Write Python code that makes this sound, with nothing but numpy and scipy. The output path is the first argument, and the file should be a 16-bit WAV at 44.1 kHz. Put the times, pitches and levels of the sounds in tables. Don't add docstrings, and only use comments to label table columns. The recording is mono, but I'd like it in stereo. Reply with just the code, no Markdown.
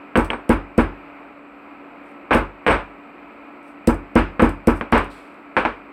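import sys
import numpy as np
from scipy import signal
from scipy.fft import rfft, irfft
from scipy.io import wavfile
from scipy.ndimage import uniform_filter1d, minimum_filter1d

SR = 44100
rng = np.random.default_rng(int(sys.argv[2]) if len(sys.argv) > 2 else 0)


def output_pcm(signal):
    pcm = np.clip(np.atleast_2d(signal).T, -1, 1) * 32767
    wavfile.write(sys.argv[1], SR, np.round(pcm).astype(np.int16))


N = 261072
TIME = np.arange(N) / SR
TAIL = TIME[:SR * 3 // 4]

# t/s, thud/dB, bowl and room ring/dB, crack of the spices/dB
POUNDS = [(0.1751, 1, -10, -24.5), (0.495, 2.5, -8, -23.5), (0.7804, 3, -8, -28.5),
          (2.3496, -1.5, -9.5, -23.5), (3.8755, 2.5, -10.5, -18.5), (4.1568, 5, -6, -27),
          (4.423, 4.5, -8.5, -27.5), (4.674, 3, -9, -22), (4.924, 3, -5, -28.5)]
# t/s, click/dB, click pitch/Hz, thud/dB, counter boom/dB, bowl and room ring/dB, pestle ping/dB
CLACKS = [(0.1556, -3, 1510, -5.5, -30, -10.5, -35), (0.3029, -5.5, 2850, -21, -20, -19.5, -43.5),
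          (.332, -25, 1500, -22, -41, -21.5, -53), (2.3082, -5, 1000, -5, -3.5, -4, -63),
          (2.330, 4, 1530, -29, -14, -7, -52), (2.665, -2, 1440, -10.5, -12, -10.5, -36),
          (2.679, 5, 1690, -6, -6.5, 0.5, -30), (2.695, -22, 1500, -24, 2.5, -6.5, -29.5),
          (4.395, -10, 920, -5.5, -11, -10, -41), (4.811, -14.5, 1450, -17, -38, -22.5, -63),
          (4.925, 8, 930, -30, -25, -6.5, -54), (4.951, -27, 1200, -20.5, -18, -7, -60),
          (5.5667, 4, 865, -16.5, -13, -6, -54), (5.6511, -1, 800, -13, -14.5, -12.5, -66)]
# f/Hz, level/dB
LEFT_SHADE = [(250, -1), (480, -7.5), (700, -11), (1000, -16.5), (1500, -17), (2100, -23.5), (4500, -18),
              (6500, -34), (11000, -32), (13500, -14), (15500, 4)]


def undb(db):
    return 10 ** (np.asarray(db) / 20)


def rms(x):
    return np.sqrt(np.mean(x ** 2))


def colour(x, points):
    size = 2 ** int(np.ceil(np.log2(len(x) + SR // 10)))
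    hz, db = np.transpose(points)
    curve_db = np.interp(np.log(np.fft.rfftfreq(size, 1 / SR) + 1), np.log(hz), db)
    cepstrum = irfft(np.log(undb(curve_db)))[:size // 2]
    cepstrum[1:] *= 2
    return irfft(rfft(x, size) * np.exp(rfft(cepstrum, size)))[:len(x)]


def add(track, s, sound):
    start = max(int(round(s * SR)), 0)
    track[start:start + len(sound)] += sound[:N - start]


def through(drive, response):
    return signal.fftconvolve(np.atleast_2d(drive), np.atleast_2d(response), axes=1)[:, :N]


def ring(modes, rise_s):
    swing = sum(undb(db - 60 * TAIL / t60) * np.sin(2 * np.pi * hz * TAIL) for hz, db, t60 in modes)
    return -swing * (1 - np.exp(-TAIL / rise_s))


def stereo(x, left_db, left_lag_s=0):
    t = TIME[:len(x)]
    return np.array([undb(left_db) * np.interp(t - left_lag_s, t, x, left=0), x])


def swell_and_fade(rise_s, t60):
    early = 1 + 1.97 * np.exp(-TAIL / 0.005)
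    return (1 - np.exp(-(TAIL / rise_s) ** 2)) * early * np.exp(-np.log(1000) * TAIL / t60)


def noise_burst(noise, points, rise_s, t60):
    left, right = (colour(channel, points) for channel in noise)
    return np.array([colour(left, LEFT_SHADE), right]) / rms(right) * swell_and_fade(rise_s, t60)


def wander(rate):
    points = rng.standard_normal(int(TIME[-1] * rate) + 2)
    return np.interp(TIME * rate, np.arange(len(points)), points)


def fan():
    # f/Hz, level/dB
    air_colour = [(25, -42), (48, -12.5), (70, -19.5), (130, -21), (200, -5), (300, 0.5), (420, -3),
                  (1250, -2), (1800, -10), (2450, -5), (3300, -27), (4600, -33.5), (6000, -50),
                  (10000, -68), (12500, -45), (16000, -59)]
    # f/Hz, level/dB
    fan_shade = [(200, -1.5), (450, -5.5), (700, -10), (1200, -12), (2200, -23.5), (4000, -23), (7000, -5),
                 (13000, 0)]
    # f/Hz, level/dB
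    tones = [(49, -78), (287, -45), (574, -54), (692, -54.5), (1310, -50.5)]
    air_db, hiss_db, hiss_hz = -38, -76, 7850
    left, right, hiss = rng.standard_normal((3, N))
    bass = signal.butter(2, 380, fs=SR, output="sos")
    left = left + signal.sosfiltfilt(bass, right - left)
    left, right = colour(colour(left, air_colour), fan_shade), colour(right, air_colour)
    air = np.array([left, right]) / rms(right) * undb(air_db + 0.76 * wander(4.88))
    hum = np.zeros(N)
    for hz, db in tones:
        strength = undb(db + 1.3 * wander(4.68)) * np.sqrt(2)
        pitch_hz = hz * (1 + 0.00285 * wander(14))
        hum += strength * np.sin(2 * np.pi * np.cumsum(pitch_hz) / SR)
    band = signal.iirpeak(hiss_hz, 7, fs=SR)
    hiss = signal.lfilter(*band, signal.lfilter(*band, hiss))
    hiss = undb(hiss_db) * stereo(hiss / rms(hiss), left_db=-33)
    return air + np.array([colour(hum, fan_shade), hum]) + hiss


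def scrape():
    # t/s, level/dB
    scrapes = [(5.094, -44.5)]
    # f/Hz, level/dB
    grit_colour = [(1500, -20), (3000, 2), (4400, 0), (6700, -16), (7800, -4), (9500, -10), (14500, -21),
                   (16000, -30)]
    grit = undb(2.7 * rng.exponential(size=(2, len(TAIL)))) * rng.standard_normal((2, len(TAIL)))
    rub = noise_burst(grit, grit_colour, rise_s=0.015, t60=0.71)
    out = np.zeros((2, N))
    for s, db in scrapes:
        for track, sound in zip(out, rub):
            add(track, s, undb(db) * sound)
    return out


def thin_ring():
    # f/Hz, level/dB, fade time/s
    thin_tones = [(4800, -7, .25), (4940, 0, .36)]
    offset_db = -43
    track, tone = np.zeros(N), ring(thin_tones, rise_s=0.0024)
    for s, thud_db, ring_db, _ in POUNDS:
        add(track, s, undb(offset_db + thud_db + ring_db) * tone)
    return stereo(track, left_db=-24)


def crunches():
    # t/s, level/dB
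    snaps = [(.248, -35.5), (2.335, -22.5), (2.677, -31), (3.945, -43), (4.494, -35.5), (4.802, -49),
             (4.979, -30.5), (5.046, -44)]
    # t/s, level/dB, spread/s
    slides = [(.255, -46, .008), (2.08, -66.5, 0.031), (2.712, -37.5, 0.007), (3.677, -62, 0.031),
              (4.768, -49.5, .014), (5.588, -51, 0.015)]
    crack_spread_s = .0015
    for s, _, _, crack_db in POUNDS:
        yield s - .0008, crack_db, crack_spread_s
        yield s + .027, -42.5, .011
    for s, db in snaps:
        yield s, db, crack_spread_s
    yield from slides


def spices():
    # f/Hz, level/dB
    crack_colour = [(500, 2.5), (2400, 13), (4000, 3), (5500, 4.5), (7100, -2.5), (7800, 10), (8700, 11),
                    (10400, 0.5), (12000, 0.5), (14500, -9), (16000, -11)]
    # f/Hz, boost/dB
    treble_beam = [(9500, 1.5), (13000, 4)]
    cracks = np.zeros(N)
    for s, db, spread_s in crunches():
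        t = np.arange(-3 * spread_s, 3 * spread_s, 1 / SR)
        swell = np.exp(-.5 * (t / spread_s) ** 2)
        sizes = undb(3.5 * rng.exponential(size=len(TAIL))) * rng.standard_normal(len(TAIL))
        breaks = rng.random(len(TAIL)) < .25
        swarm = swell * (sizes * breaks)[:len(t)]
        add(cracks, s + t[0], undb(db) * swarm * rms(swell) / (rms(swarm) + 1e-9))
    snap = colour(signal.unit_impulse(len(TAIL)), crack_colour)
    beamed = colour(snap, treble_beam)
    direct = np.array([colour(beamed, LEFT_SHADE), beamed]) / np.linalg.norm(snap)
    echoes = noise_burst(rng.standard_normal((2, len(TAIL))), crack_colour, rise_s=0.0053, t60=0.17)
    return through(cracks, direct + undb(-3) * echoes / np.linalg.norm(echoes[1]))


def clacks():
    # f/Hz, level/dB, fade time/s
    pestle_modes = [(8290, 0, .19), (8335, -8, .12)]
    # f/Hz, level/dB
    click_colour = [(150, -33), (450, -1.5), (3300, 13), (4200, -42), (5500, -19), (7500, -31),
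                    (16000, -23)]
    clicks, pings = np.zeros((2, N))
    ping = ring(pestle_modes, rise_s=0.0016)
    for s, click_db, click_hz, *_, ping_db in CLACKS:
        cycles = TAIL[:SR // 50] * click_hz
        click = -cycles * np.exp(-cycles / 0.23) * np.sin(2 * np.pi * cycles)
        add(clicks, s, undb(click_db) * click / abs(click).max())
        add(pings, s, undb(ping_db) * ping)
    clicks = stereo(colour(clicks, click_colour), left_db=-3.4, left_lag_s=-0.000077)
    return clicks + stereo(pings, left_db=-44)


def landings():
    bed_ring_db, bed_hardness_hz, bed_give_s = -8, 2100, 0.0072
    stone_hardness_hz, stone_give_s = 2630, 0.00022
    for s, thud_db, ring_db, _ in POUNDS:
        thinness = ring_db - bed_ring_db
        hardness_hz = bed_hardness_hz * 2 ** (0.33 * thinness)
        give_s = bed_give_s / 2 ** (0.36 * thinness)
        boom_db = thud_db + 2.5
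        yield s, thud_db, boom_db, ring_db, hardness_hz, give_s
    for s, click_db, _, thud_db, boom_db, ring_db, _ in CLACKS:
        hardness_hz = stone_hardness_hz * 2 ** (.022 * click_db)
        yield s, thud_db, boom_db, ring_db, hardness_hz, stone_give_s


def contact(hardness_hz):
    t = TAIL[:SR // 100]
    force = t * np.exp(-2 * np.pi * hardness_hz * t)
    return force / abs(np.sum(force * np.exp(-2j * np.pi * 1000 * t)))


def knocks():
    # f/Hz, level/dB, fade time/s
    mortar_modes = [(212.4, -34, 0.45), (237.1, -4.5, 0.12), (283, -20.5, 0.31), (318.2, -13, 0.19),
                    (333.2, -15, 0.22), (360, -32, 0.44), (452.4, -11.5, 0.11), (483.2, -17.5, 0.16),
                    (503, -9, 0.054), (619, -14, 0.041)]
    # f/Hz, level/dB, fade time/s
    counter_modes = [(46.1, -17, 0.32), (67, -11.5, 0.14), (80.3, -23, 0.25), (94.3, -27, 0.34),
                     (146.7, -32.5, 0.37), (177.4, -37.5, 0.42)]
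    # f/Hz, level/dB, fade time/s
    bowl_modes = [(865.4, -8, 0.2), (959, -2.5, 0.1), (1224, -18, 0.09), (1314, -5.5, 0.18),
                  (1548, -12.5, 0.19), (1615, -7.5, 0.13), (1730, -14, 0.27), (2200, 0, 0.072),
                  (2180, -28, 0.11), (3060, -14, 0.08), (3530, -22, 0.087)]
    # f/Hz, level/dB
    room_colour = [(120, -21), (250, -7.5), (450, 0), (700, -4), (1000, 0), (1500, -1.5), (1900, -6.5),
                   (2350, -3), (3200, -13.5), (4000, -20), (6900, -33), (8300, -23.5), (10500, -42),
                   (16000, -43)]
    boom_lag_s = 0.0024
    mortar_push, counter_push, bowl_push, left, right = np.zeros((5, N))
    walls = rng.standard_normal((2, len(TAIL)))
    for s, thud_db, boom_db, ring_db, hardness_hz, give_s in landings():
        force = contact(hardness_hz)
        add(mortar_push, s, undb(thud_db) * force / force.sum())
        add(counter_push, s + boom_lag_s, undb(boom_db) * force / force.sum())
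        add(bowl_push, s + give_s, undb(ring_db) * force)
        pattern = (walls + rng.standard_normal(walls.shape)) / np.sqrt(2)
        echoes = pattern * swell_and_fade(give_s, t60=0.28)
        for track, sound in zip((left, right), through(force, echoes)):
            add(track, s, undb(ring_db) * sound)
    tone = colour(signal.unit_impulse(len(TAIL)), room_colour)
    room = through([left, right], [colour(tone, LEFT_SHADE), tone]) / np.linalg.norm(tone)
    mortar = stereo(ring(mortar_modes, rise_s=0.0015), left_db=0, left_lag_s=0.00025)
    counter = stereo(-ring(counter_modes, rise_s=0.014), left_db=1.8)
    bowl = stereo(ring(bowl_modes, rise_s=0.0023), left_db=-10, left_lag_s=0.0002)
    return (through(mortar_push, mortar) + through(counter_push, counter)
            + through(bowl_push, bowl) + undb(0.5) * room)


def scene():
    return knocks() + clacks() + thin_ring() + spices() + scrape() + fan()


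def record(dry):
    bottom_hz, top_hz = 32, 16300
    ceiling, hold_s = 0.85, 0.0028
    sound = signal.sosfilt(signal.butter(2, bottom_hz, "high", fs=SR, output="sos"), dry)
    window = 2 * int(hold_s * SR / 2) + 1
    needed_gain = ceiling / np.maximum(abs(sound), ceiling)
    smooth_gain = uniform_filter1d(minimum_filter1d(needed_gain, window), window)
    return signal.sosfilt(signal.ellip(8, .2, 70, top_hz, fs=SR, output="sos"), sound * smooth_gain)


dry = scene()
out = record(dry)
output_pcm(out)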